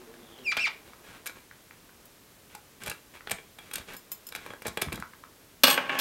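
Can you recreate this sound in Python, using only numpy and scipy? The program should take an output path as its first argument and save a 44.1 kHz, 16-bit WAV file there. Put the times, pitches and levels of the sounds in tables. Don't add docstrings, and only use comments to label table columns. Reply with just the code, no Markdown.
import sys
import numpy as np
from scipy import signal
from scipy.fft import rfft, irfft
from scipy.io import wavfile
from scipy.ndimage import uniform_filter1d

SR = 44100
rng = np.random.default_rng(int(sys.argv[2]) if len(sys.argv) > 2 else 0)


def wav_record(signal):
    frames = np.transpose(np.atleast_2d(signal))
    bounded = np.clip(frames, -1, 1)
    quanta = np.round(bounded * 32767).astype(np.int16)
    wavfile.write(sys.argv[1], SR, quanta)


N = 264996
T = np.arange(N) / SR
IMPACT_T = T[:SR // 3]
TOP_HZ = 15850

# (frequency [Hz], bandwidth [Hz], gain [dB])
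VISE_MODES = [(237.4, 7.3, 0.5), (480, 142, -4), (833, 22, -7.5), (1080, 28, -11), (1575, 184, -8),
              (2330, 200, -7), (2725, 59, -9), (3310, 30, 2), (3860, 340, -8.5)]
# (frequency [Hz], bandwidth [Hz], gain [dB])
DESK_MODES = [(262, 25, 0.5), (561, 88, -1.5), (816, 32, 0.5), (1104, 37, 1), (1590, 76, -1.5),
              (1718, 28, -2), (2230, 58, -9), (2540, 160, -6.5), (2830, 120, -3), (2980, 45, -14),
              (3280, 37, -4), (3490, 16, -12), (4310, 32, -7), (4760, 25, -27)]
KEY_MODES_HZ = [5141, 7110, 8137, 8312, 11390, 11435, 12695, 12775, 15570]


def undb(db):
    return 10 ** (np.asarray(db) / 20)


def unit(x):
    return x / np.sqrt(np.mean(x ** 2))


def unit_peak(x, size=256):
    return x / np.sqrt(uniform_filter1d(x ** 2, size, mode="constant").max())


def fade(t, t60):
    return np.exp(-np.log(1000) * t / t60)


def add(out, start, x):
    i = max(int(start * SR), 0)
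    out[i:i + len(x)] += x[:max(N - i, 0)]


def band(x, lo_hz, hi_hz, order=2):
    sos = signal.butter(order, [lo_hz, min(hi_hz, .48 * SR)], "band", fs=SR, output="sos")
    return signal.sosfilt(sos, x)


def colour(x, points):
    hz, db = np.transpose(points)
    bins_hz = np.maximum(np.fft.rfftfreq(len(x), 1 / SR), 1)
    return irfft(rfft(x) * undb(np.interp(np.log(bins_hz), np.log(hz), db)), len(x))


def wobble(rate_hz):
    size = max(int(SR / rate_hz), 2)
    return unit(uniform_filter1d(uniform_filter1d(rng.standard_normal(N), size), size))


def body(x, modes, direct, scatter_db=0):
    weights = undb(scatter_db * rng.standard_normal(len(modes)))
    return direct * x + sum(weight * undb(db) * signal.lfilter(*signal.iirpeak(hz, hz / width, SR), x)
                            for weight, (hz, width, db) in zip(weights, modes))


def contact(t60, rise_s=.00043, spread_db=4.5, grain_samples=32):
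    n = len(IMPACT_T)
    sizes = np.repeat(undb(spread_db * rng.standard_normal(n // grain_samples + 1)), grain_samples)[:n]
    return rng.standard_normal(n) * sizes * fade(IMPACT_T, t60) * (1 - np.exp(-IMPACT_T / rise_s))


def grit(n, rate_hz, spread_db):
    slips = (rng.random(n) < rate_hz / SR) * rng.standard_normal(n)
    return slips * undb(spread_db * np.minimum(rng.exponential(size=n), 4))


def background():
    # (frequency [Hz], relative density [dB])
    floor_spectrum = [(15, -41), (25, -4.5), (253, -5), (378, -6.5), (421, -5), (762, -12.5), (1140, -12),
                      (5280, -17.5), (12800, -20), (15500, -21.5)]
    hiss = unit(colour(rng.standard_normal(N), floor_spectrum)) * undb(-55.96)
    whine = unit(band(rng.standard_normal(N), 12650, 12750)) * undb(-71)
    skin = unit(band(grit(N, 2500, 1.5), 110, 700, order=1))
    return hiss + whine + skin * undb(np.interp(T, [.5, 1.3, 1.6], [-56, -62, -90]))


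def room(x, wet_db=-11, t60=.25, first_echo_s=.008):
    # (frequency [Hz], gain [dB])
    tail_spectrum = [(60, -10), (250, -1), (1500, 0), (3000, 0), (6000, -5), (16000, -11)]
    t = T[:SR // 2]
    tail = colour(rng.standard_normal(len(t)), tail_spectrum) * fade(t, t60) * (t > first_echo_s)
    return x + undb(wet_db) * signal.fftconvolve(x, tail / np.sqrt(np.sum(tail ** 2)))[:N]


def rocking():
    # (time [s], relative level [dB])
    bumps = [(2.878, -45), (3.318, -46.5), (3.791, -51), (4.678, -45), (4.823, -49), (4.863, -37.5),
             (4.93, -39.5), (4.988, -44.5)]
    out = np.zeros(N)
    for start, db in bumps:
        add(out, start, unit_peak(band(contact(t60=.11), 45, 200)) * undb(db + 4.5))
    return out


def taps():
    # (time [s], relative level [dB])
    touches = [(0.933, -40.5), (1.511, -38), (1.709, -39), (1.892, -46), (3.152, -43), (3.17, -43),
               (3.207, -38), (4.884, -32), (5.024, -25.5), (5.134, -39.5), (5.237, -35.5)]
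    out = np.zeros(N)
    for start, db in touches:
        add(out, start, unit_peak(band(contact(t60=.011), 1000, 2000)) * undb(db - 7.5))
    return out


def rubbing():
    # (start [s], duration [s], level [dB])
    rubs = [(.85, 0.065, -57), (1.022, 0.18, -51.8), (1.352, 0.042, -53), (2.49, 0.074, -56.5),
            (2.796, .14, -45), (3.131, .054, -50), (3.589, 0.13, -55), (3.727, 0.11, -49),
            (3.866, 0.1, -45), (4.348, .21, -51.5), (4.647, 0.025, -42)]
    # (frequency [Hz], gain [dB])
    rub_spectrum = [(40, 0), (200, 4), (500, -3.5), (1700, -0.5), (2800, -3), (4500, -11), (9000, -13.5),
                    (16000, -26)]
    out = np.zeros(N)
    for start, duration, db in rubs:
        n = int(duration * SR)
        rub = unit(colour(body(grit(n, 3500, .46), VISE_MODES, direct=.57), rub_spectrum))
        add(out, start, rub * signal.windows.tukey(n, .4) * undb(db))
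    return out


def dragged_tool(attack_s=.019, t60=1.2):
    # (start [s], level [dB])
    shoves = [(5.645, -28.5), (5.911, -33)]
    # (frequency [Hz], gain [dB])
    scrape_spectrum = [(40, -54), (120, -0.5), (250, -2), (600, 0), (1600, -0.5), (2900, -1), (4000, -14.5),
                       (6500, -19), (16000, -39)]
    scrape = unit(colour(body(grit(N, 5000, 1), DESK_MODES, direct=.47), scrape_spectrum))
    envelope = np.zeros(N)
    for start, db in shoves:
        add(envelope, start, undb(db) * np.minimum(T / attack_s, 1) * fade(T, t60))
    return scrape * envelope


def screw_groan(groan_db=-56, rasp_db=-58):
    slip_hz = np.interp(T, [.3, .52], [116, 126]) * (1 + .04 * wobble(14))
    phase = 2 * np.pi * np.cumsum(slip_hz) / SR
    groan = unit(sum(np.sin(k * phase) * wobble(24) for k in range(2, 5))) * undb(groan_db)
    rasp_hz = np.interp(T, [.15, .45], [3800, 3000])
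    rasp = unit(wobble(620) * np.sin(2 * np.pi * np.cumsum(rasp_hz) / SR)) * undb(rasp_db)
    return groan * np.interp(T, [.5, .54], [1, 0]) + rasp * np.interp(T, [.1, .42, .47], [0, 1, 0])


def stick_slip(start, fastest, stall, end, top_hz, db, attack_s, rough):
    sing_hz, stall_hz = 2357, 800
    sag_s, release_s = .028, .0024
    spin_up_s, braking_s = .37 * max(fastest - start, 1 / SR), .62 * (end - stall)
    spin_up = 1 - np.exp(-np.maximum(T - start, 0) / spin_up_s)
    sag = np.exp(-(np.maximum(T - fastest, 0) / sag_s) ** 2)
    braking = np.exp(-(np.maximum(T - stall, 0) / braking_s) ** 2)
    speed = spin_up * braking
    hz = stall_hz + (sing_hz + (top_hz - sing_hz) * sag - stall_hz) * speed
    hz *= 1 + .14 * rough * wobble(108)
    onset_db = -31 * np.clip(1 - (T - start) / attack_s, 0, 1) ** 2
    slowing_db = -4 * (1 - speed)
    gate = (T > start) * np.exp(-np.maximum(T - end, 0) / release_s)
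    return hz, undb(db + onset_db + slowing_db) * gate, np.clip(rough + .7 * (1 - speed), 0, 1)


def screw_squeal(jitter=.15, chatter_db=-4):
    # (start [s], fastest [s], stall [s], end [s], top pitch [Hz], level [dB], attack [s],
    # base roughness [0-1])
    turns = [(0.433, 0.439, .511, .531, 2900, -28, 0.058, .06),
             (.57, .614, .654, .68, 2864, -28, 0.0024, .19)]
    # (frequency [Hz], gain [dB])
    radiation = np.transpose([(800, -4.5), (1900, -3), (2370, 3.5), (2800, -3.5), (4700, -13),
                              (5400, -11.5), (7100, -26.5), (8000, -23), (11000, -38)])
    out = np.zeros(N)
    for turn in turns:
        hz, gain, rough = stick_slip(*turn)
        phase = 2 * np.pi * np.cumsum(hz * (1 + jitter * rough * wobble(750))) / SR
        tone = sum(np.sin(k * phase) * (k * hz < TOP_HZ) * undb(np.interp(k * hz, *radiation))
                   for k in range(1, 7))
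        chatter = unit(band(body(grit(N, 4000, 1), VISE_MODES, direct=.49), 1270, 5700, order=3))
        flutter = undb(10 * np.minimum(rough, .3) * wobble(360))
        out += gain * (np.sqrt(2) * tone * (1 - rough / 2) * flutter + undb(chatter_db) * rough * chatter)
    return out


def click(bright_db, load_db):
    # (frequency [Hz], bandwidth [Hz], gain [dB])
    cylinder_modes = [(3750, 400, 1), (5136, 90, -3), (7456, 90, -4), (8651, 80, 5), (11590, 140, 3)]
    clack = band(body(contact(.017, rise_s=.00042), VISE_MODES, direct=.25, scatter_db=7.5), 880, 2770)
    thud = band(body(contact(.04), VISE_MODES, direct=.52), 86, 860)
    tick = band(body(contact(.024, rise_s=.0086), cylinder_modes, direct=1), 3300, 8800)
    sizzle = band(body(contact(.015, rise_s=.0016), cylinder_modes, direct=.97), 7650, 14000)
    thud_db = -23.5 - .27 * bright_db + load_db
    treble = unit_peak(tick) * undb(-10) + unit_peak(sizzle) * undb(-7.5)
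    return unit_peak(clack) * undb(-9.5) + unit_peak(thud) * undb(thud_db) + treble * undb(bright_db)


def lock(tug_start=4.4, tug_end=5.05, tug_db=8.5):
    # (time [s], level [dB], brightness [dB])
    clicks = [(.139, -42, -15), (.387, -41, -22), (.568, -18.5, -15.5), (1.258, -33, -3),
              (1.264, -27.5, -4.5), (1.271, -28.5, -1), (1.295, -33, -16), (2.549, -32.5, -6),
              (2.835, -37, 1), (2.861, -32, -1.5), (2.871, -27, -9.5), (2.878, -25.5, -9), (2.897, -30, 2),
              (2.914, -25.5, -14), (3.272, -26, -25), (3.296, -28.5, -10), (3.309, -28, -1.5),
              (3.314, -18, -4.5), (3.385, -33, -32), (3.586, -34, -12), (3.712, -31.5, -11),
              (3.736, -30.5, 3), (3.756, -26.5, 1.5), (3.781, -33, -4), (4.322, -30, -13),
              (4.35, -23.5, -10), (4.359, -29.5, -6.5), (4.462, -32, -12), (4.504, -33, -25),
              (4.535, -32.5, -20), (4.62, -33.5, -8.5), (4.655, -28.5, -32), (4.663, -26, -18),
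              (4.667, -27, -1.5), (4.68, -29.5, -1.5), (4.772, -20, -13), (4.815, -27.5, 2.5),
              (4.819, -17, -5), (4.921, -27, -19), (4.926, -27, -5.5), (4.943, -33.5, -10),
              (4.956, -36, -1.5), (4.976, -32.5, -23), (4.999, -38.5, -3)]
    out = np.zeros(N)
    for start, db, bright_db in clicks:
        load_db = tug_db * (tug_start < start < tug_end)
        add(out, start, click(bright_db, load_db) * undb(db))
    return out


def key_ring(mode_db, t60, scatter_db=0):
    count = len(KEY_MODES_HZ)
    gains = undb(np.array(mode_db) + scatter_db * rng.standard_normal(count))
    phase = 2 * np.pi * (np.outer(KEY_MODES_HZ, IMPACT_T) + rng.random((count, 1)))
    return unit_peak(gains @ np.sin(phase) * fade(IMPACT_T, t60))


def held_key():
    # (time [s], level [dB], decay time t60 [s], spectral tilt [dB/octave])
    pings = [(2.055, -51.5, 0.061, 0), (3.734, -42, 0.014, -1), (3.935, -48.5, 0.084, -1),
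             (3.966, -43, 0.11, -5.5), (4.117, -33, 0.08, 0), (4.268, -40.5, 0.043, -5),
             (4.289, -42, 0.018, -11)]
    held_db = [-12, -11, -20, -10, -1, -2, -10, -3, -2]
    out = np.zeros(N)
    for start, db, t60, tilt_db in pings:
        ring = key_ring(held_db + tilt_db * np.log2(KEY_MODES_HZ), t60)
        touch = unit_peak(band(contact(.033), 200, 18500))
        add(out, start, (ring + undb(-5.5) * touch) * undb(db))
    return out


def dropped_key(key_t60=.08, rattle_db=-26):
    # (time [s], level [dB], brightness [dB])
    bounces = [(5.635, -6, .5), (5.639, -11.5, -4), (5.67, -15.5, -0.5), (5.679, -9.5, -9),
               (5.701, -21.5, 5.5), (5.776, -10.5, -25), (5.894, -15.5, -31), (5.989, -21.5, 3),
               (5.997, -19, 0)]
    free_db = [-22, -12, -9, -3, -2, -1, -5, -8, -9]
    out = np.zeros(N)
    for start, db, bright_db in bounces:
        clack = unit_peak(band(body(contact(.046), DESK_MODES, direct=.58), 796, 2920, order=3))
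        thud = unit_peak(band(body(contact(.032), DESK_MODES, direct=.21), 187, 620, order=4))
        tick = unit_peak(band(body(contact(.051), DESK_MODES, direct=.12), 3280, 6100))
        ring = key_ring(free_db, key_t60) + unit_peak(band(contact(.026), 7600, 21400))
        treble = undb(bright_db) * (tick * undb(-8.5) + ring * undb(-12.5))
        thud_db = -13.5 + 1.32 * db
        add(out, start, thud * undb(thud_db) + undb(db) * (clack * undb(-9) + treble))
    hops = grit(N, 900, 1) * np.interp(T, [5.65, 5.68, 5.738, 5.752], [0, 1, 1, 0])
    ringing = unit_peak(signal.fftconvolve(hops, key_ring(free_db, key_t60))[:N])
    clatter = unit_peak(band(body(hops, DESK_MODES, direct=.28), 1130, 7300))
    return out + undb(rattle_db) * (ringing + undb(3.5) * clatter)


def scene():
    at_vise = screw_squeal() + screw_groan() + lock() + taps() + rocking() + held_key()
    sources = at_vise + dropped_key() + rubbing() + dragged_tool()
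    return (room(sources) + background())[None]


def record(dry):
    low_pass = signal.ellip(10, .2, 70, TOP_HZ, fs=SR, output="sos")
    return signal.sosfilt(low_pass, np.clip(dry, -1, 1))


dry = scene()
out = record(dry)
wav_record(out)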